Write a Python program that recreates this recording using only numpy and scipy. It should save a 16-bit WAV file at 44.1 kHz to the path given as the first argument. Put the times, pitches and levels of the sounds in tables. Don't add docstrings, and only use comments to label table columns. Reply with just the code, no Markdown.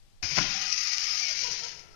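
import sys
import numpy as np
from scipy import signal
from scipy.fft import rfft, irfft
from scipy.io import wavfile

SR = 44100
rng = np.random.default_rng(int(sys.argv[2]) if len(sys.argv) > 2 else 0)


def unload_wav(signal):
    wavfile.write(
        sys.argv[1],
        SR,
        np.round(np.clip(np.atleast_2d(signal).T, -1, 1) * 32767).astype(np.int16),
    )


N = 85995
T = np.arange(N) / SR

# time_s, tooth_rate_hz
GEAR_SPEED = [(.22, 720.6), (.32, 752.8), (.58, 780.9), (.95, 784.8), (1.19, 771.6), (1.25, 721.7),
              (1.30, 676.2), (1.43, 502.5), (1.49, 486.6), (1.56, 435.8), (1.66, 479.5), (1.95, 379.2)]
# frequency_hz, relative_db
HOUSING_RESPONSE = [(500, -61.5), (1700, -20), (2250, -8), (2600, -11.5), (3150, -12), (3400, -18),
                    (4200, -9), (4850, -0.5), (5500, 1.5), (6250, -3.5), (6400, -6), (6950, -13),
                    (7400, -55), (9400, -28), (10800, -55), (13000, -28)]


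def gears():
    # time_s, rattle_db, grind_db
    drive = [(.228, -29, -38), (.27, -31.5, -42), (.345, -31.5, -35), (.356, -27.5, -28),
             (.385, -20, -29.5), (.41, -31.5, -28.5), (.55, -31, -33), (.82, -28.5, -36),
             (1.2, -27.5, -35.5), (1.46, -29, -36.5), (1.54, -30, -34.5), (1.57, -32.5, -37.5),
             (1.65, -35, -39.5), (1.705, -38, -43), (1.73, -46, -45), (1.8, -46, -60), (1.86, -59.5, -65),
             (1.95, -59, -61)]
    # time_s, change_db
    catches = [(.62, 3.5), (.67, 3.5), (.727, 5.5), (0.829, 4), (.875, 1), (.932, 4.5), (.976, -2.5),
               (1.045, 1.5), (1.092, 2), (1.155, 3), (1.294, 3), (1.395, 4), (1.519, 4), (1.625, -1),
               (1.795, 5.5)]
    # time_s, change_db
    slips = [(.278, -2.5), (0.753, -6), (.96, -2.5), (1.022, 3.5), (1.278, -6.5), (1.343, -6), (1.41, 0),
             (1.496, -8.5)]
    # frequency_hz, relative_db
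    gearbox_response = [(60, -10.5), (180, -19), (400, -21.5), (750, -20.5), (1050, -10.5), (1500, 0.5),
                        (2200, 3.5), (3100, 5), (3400, 2), (4000, 3.5), (6000, 6), (7400, -31)]
    start_s, rise_s, surge_s, chatter_db = 0.2251, 0.0017, 0.0048, 1.15
    surge_db = sum(db * np.exp(-((T - s) / surge_s) ** 2) for s, db in catches + slips)
    load = np.clip((T - start_s) / rise_s, 0, 1) * amp(surge_db + chatter_db * drift(hz=90))
    rattle_gain = load * amp(curve(drive, column=1))
    grind_gain = np.sqrt(load) * amp(curve(drive, column=2))
    rattle = rattle_gain * unit(colour(waver(contacts()), HOUSING_RESPONSE))
    grind = grind_gain * unit(colour(waver(contacts()), gearbox_response))
    return rattle + grind + groan() + metal_ring(rattle_gain)


def contacts():
    strikes_per_tooth, jitter, scrapes_per_s, spread_db = 0.55, 0.16, 6000, 2
    tooth_share = 0.39
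    strikes_per_s = strikes_per_tooth * curve(GEAR_SPEED) * (1 + jitter * drift(hz=200))
    teeth = np.diff(np.floor(np.cumsum(strikes_per_s) / SR), prepend=0)
    scrapes = rng.random(N) < scrapes_per_s / SR
    strength = amp(spread_db * np.minimum(rng.exponential(1, N), 3)) * rng.choice([-1, 1], N)
    strikes = np.sqrt(tooth_share) * unit(teeth * strength)
    return strikes + np.sqrt(1 - tooth_share) * unit(scrapes * strength)


def waver(x, depth_db=3.5, width_hz=55, life_s=0.02):
    hz, t, spectra = signal.stft(x, SR, nperseg=1024, noverlap=768)
    blur = np.exp(-((hz - hz.mean())[:, None] / width_hz) ** 2 - ((t - t.mean()) / life_s) ** 2)
    patches = unit(signal.fftconvolve(rng.standard_normal(spectra.shape), blur, "same"))
    gain = amp(depth_db * np.minimum(patches, 2))
    return signal.istft(spectra * gain, SR, nperseg=1024, noverlap=768)[1][:N]


def groan():
    # time_s, level_db
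    strain = [(1.1, -117), (1.35, -57.5), (1.5, -48), (1.66, -54), (1.78, -55), (1.95, -58)]
    # frequency_hz, relative_db
    spectrum = [(50, -12), (105, 7), (170, 0), (260, -8.5), (420, 2), (540, -6.5), (680, -0.5),
                (1000, -7.5), (1600, -19.5), (4000, -27)]
    return amp(curve(strain)) * (T > strain[0][0]) * unit(colour(contacts(), spectrum))


def metal_ring(rattle_gain):
    # pitch_hz, relative_db, t60_s
    shell_modes = [(2310, -2, 0.025), (2460, 1.5, 0.032), (4750, 6.5, 0.044), (4954, 4, 0.028)]
    # pitch_hz, relative_db, t60_s
    metal_modes = [(1380, -33, 0.62), (1435, -12, 0.13), (2050, -10, 0.73), (2310, -10.5, 0.28),
                   (2860, -4.5, 0.45), (3700, -5.5, 0.29), (4490, 1.5, 0.23), (4750, -5, 0.24),
                   (5310, 8.5, 0.26), (5140, 9.5, 0.13), (5540, -6, 0.16), (5920, -9, 0.52),
                   (5780, -7, 0.21), (6140, -13, .3), (5940, -2, 0.36)]
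    grip_s, free_db, gripped_db, metal_db = 0.36, -1, -13, -10
    shell_gain = amp(np.where(T < grip_s, free_db, gripped_db))
    shell = ring(rattle_gain * contacts() * shell_gain, shell_modes)
    metal = amp(metal_db) * ring(rattle_gain * contacts(), metal_modes)
    lowpass = signal.butter(8, 6600, fs=SR, output="sos")
    return signal.sosfilt(lowpass, shell + metal)


def whine():
    # start_s, end_s, tooth_rate_multiple, level_db, roughness
    mesh_tones = [(0.215, 0.31, 1, -52, 0.7), (0.4, 0.46, 1, -45, 0.93), (0.53, 0.69, 1, -47, 1),
                  (0.84, 1.19, 1, -58, 1), (1.19, 1.345, 1, -53, 0.99), (1.415, 1.516, 1, -50, 0.46),
                  (1.616, 1.708, 1, -51, 0.8), (1.43, 1.507, 2, -43.5, 0.66), (1.61, 1.7, 2, -50.5, 0.84),
                  (1.6, 1.69, 1.45, -53.5, 0.93), (1.205, 1.315, 3.17, -36.5, 0)]
    # start_s, end_s, pitch_hz, level_db, roughness
    steady_tones = [(0.399, 0.91, 2484, -41, 0.13), (0.467, 1.224, 1243, -50, 0.78),
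                    (0.59, 1.0, 1970, -45, 0.83), (1.152, 1.22, 2155, -42.5, 0.2),
                    (1.345, 1.399, 2330, -43, 0.4), (1.606, 1.703, 1346, -51.5, 0.63),
                    (1.72, 2.0, 1346, -61.5, 0.8), (1.658, 1.752, 2014, -52.5, 0.26)]
    mesh = sum(tone(start, end, multiple * curve(GEAR_SPEED), db, roughness)
               for start, end, multiple, db, roughness in mesh_tones)
    return mesh + sum(tone(*part) for part in steady_tones)


def tone(start, end, hz, db, roughness, fade_s=0.018, width_hz=63):
    gate = np.clip(np.minimum(T - start, end - T) / fade_s, 0, 1)
    flutter = unit(drift(width_hz) + 1j * drift(width_hz))
    envelope = np.sqrt(1 - roughness) + np.sqrt(roughness) * flutter
    wave = (envelope * np.exp(2j * np.pi * np.cumsum(hz * np.ones(N)) / SR)).real
    return amp(db) * gate * wave / np.sqrt(np.average(wave ** 2, weights=gate + 1e-9))


def knocks():
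    # time_s, clack_db, push_db, clack_decay_s, ring_hz, ring_db
    impacts = [(0.2301, -28.5, -41, 0.00113, 2240, -36), (.2373, -27.5, -40, 0.0033, 2340, -35),
               (0.244, -46, -52.5, 0.00207, 2210, -26.5), (0.3688, -25, -37, 0.015, 1080, -33),
               (.3787, -19, -17.5, 0.0032, 993, -20), (0.3834, -14.5, -33, 0.0045, 2245, -19),
               (0.3896, -21.5, -30.5, 0.0052, 1424, -17), (0.4121, -22.5, -25, 0.0029, 1374, -26)]
    # frequency_hz, relative_db
    clack = [(60, -4), (170, 8.5), (290, 4.5), (450, -3.5), (700, 1), (1000, 1), (1400, -1), (2300, 6.5),
             (3400, -4), (5600, -1.5), (6600, -3), (7200, -36.5), (9400, -40), (13000, -48)]
    clack_power, push, parts = np.zeros((3, N))
    for s, clack_db, push_db, decay_s, ring_hz, ring_db in impacts:
        clack_power += (amp(clack_db) * (T >= s) * np.exp(-abs(T - s) / decay_s)) ** 2
        push[round(s * SR)] += amp(push_db)
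        parts += struck_part(s, ring_hz, ring_db)
    grit = contacts()
    crunch = colour(np.sqrt(clack_power) * grit, clack) / np.std(colour(grit, clack))
    return crunch + parts + box_boom(push)


def struck_part(start_s, hz, db, decay_s=0.0043, undertone_ratio=0.75, undertone_db=-5.5):
    age = np.maximum(T - start_s, 0)
    phase = 2 * np.pi * hz * age
    wave = np.sin(phase) + amp(undertone_db) * np.sin(undertone_ratio * phase)
    return amp(db) * np.exp(-age / decay_s) * wave


def box_boom(push):
    # pitch_hz, relative_db, t60_s
    box_modes = [(67, -8, 0.084), (119, -7, 0.14), (180, 11, 0.11), (216, 12, 0.053), (256, 5, 0.15),
                 (296.7, 10, 0.22)]
    # frequency_hz, relative_db
    spectrum = [(30, 1), (70, -4), (120, 2.5), (190, 1.5), (290, -9), (400, -22), (1000, -56)]
    modes_db, boom_db, rise_s, decay_s = 12, -20, 0.0033, 0.079
    envelope = signal.fftconvolve(push, np.exp(-T / decay_s) - np.exp(-T / rise_s))[:N]
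    return amp(modes_db) * ring(push, box_modes) + amp(boom_db) * envelope * noise(spectrum)


def strap_snaps():
    # time_s, energy_db
    snaps = [(.873, 0), (.9355, -8), (.9828, 1), (1.0085, -14), (1.269, -20), (1.316, -26), (1.532, -7)]
    ticks = np.zeros(N)
    for s, db in snaps:
        ticks[round(s * SR)] += amp(db)
    return unit(colour(ticks, HOUSING_RESPONSE)) * np.std(ticks)


def box_shudders(pitch_spread=0.192):
    # start_s, length_s, pitch_hz, level_db
    tugs = [(0.227, 0.042, 87.4, -35), (0.301, 0.067, 120.1, -42.5), (0.375, 0.042, 66.4, -37)]
    swings = np.zeros(N)
    for start_s, length_s, hz, db in tugs:
        swell = np.sin(np.pi * np.clip((T - start_s) / length_s, 0, 1))
        pitch_hz = hz * (1 + pitch_spread * drift(hz=59))
        swings += amp(db) * swell * unit(np.sin(2 * np.pi * np.cumsum(pitch_hz) / SR))
    return swings


def room(x, delay_s=0.005):
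    # frequency_hz, t60_s
    decay_times = [(100, 0.52), (500, 0.85), (2000, 0.997), (6000, 0.47), (13000, 0.28)]
    hz, t, spectra = signal.stft(rng.standard_normal(N) * (T > delay_s), SR, nperseg=256)
    decay = amp(-60 * t / read(decay_times, hz)[:, None])
    tail = signal.istft(spectra * decay, SR, nperseg=256)[1]
    return signal.fftconvolve(x, tail / np.linalg.norm(tail))[:N]


def background(floor_db=-56.5, hum_db=-76, hum_hz=802):
    # frequency_hz, relative_db
    spectrum = [(20, 4), (50, -7), (110, -7.5), (200, -19), (500, -24.5), (1200, -29.5), (4800, -24.5),
                (8000, -32.5), (13000, -40)]
    return amp(floor_db) * noise(spectrum) + amp(hum_db) * np.sin(2 * np.pi * hum_hz * T)


def hiss(level_db=-56.5):
    # frequency_hz, relative_db
    spectrum = [(20, 3.5), (60, -13.5), (200, -31.5), (1000, -35.5), (4000, -40.5), (13000, -43)]
    return amp(level_db) * noise(spectrum)


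def amp(db):
    return 10 ** (np.asarray(db) / 20)


def unit(x):
    return x / np.sqrt(np.mean(abs(x) ** 2) + 1e-20)


def curve(table, column=1):
    rows = np.array(table)
    return np.interp(T, rows[:, 0], rows[:, column])


def read(points, hz):
    f, value = np.transpose(points)
    return np.interp(np.log(hz + 1), np.log(f + 1), value)


def colour(x, spectrum, size=4096):
    log_gain = np.log(amp(read(spectrum, abs(np.fft.fftfreq(size, 1 / SR)))))
    taps = np.fft.ifft(np.exp(np.conj(signal.hilbert(log_gain)))).real
    return signal.fftconvolve(x, taps[:size // 2])[:N]


def noise(spectrum):
    return unit(colour(rng.standard_normal(N), spectrum))


def drift(hz):
    f = np.fft.rfftfreq(N, 1 / SR)
    return unit(irfft(rfft(rng.standard_normal(N)) * np.exp(-(f / hz) ** 2), N))


def ring(x, modes):
    body = sum(amp(db - 60 * T / t60) / np.sqrt(t60) * np.sin(2 * np.pi * hz * T)
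               for hz, db, t60 in modes)
    return signal.fftconvolve(x, body / np.linalg.norm(body))[:N]


def scene(room_db=-10.5, leak_db=-69.5):
    tool = gears() + whine() + strap_snaps() + knocks() + box_shudders()
    left = tool + background() + amp(room_db) * room(tool)
    return np.array([left, amp(leak_db) * left + hiss()])


def record(dry, cutoff_hz=13100):
    lowpass = signal.firwin(511, cutoff_hz, window=("kaiser", 9), fs=SR)
    return signal.oaconvolve(dry, lowpass[None], "same")


dry = scene()
out = record(dry)
unload_wav(out)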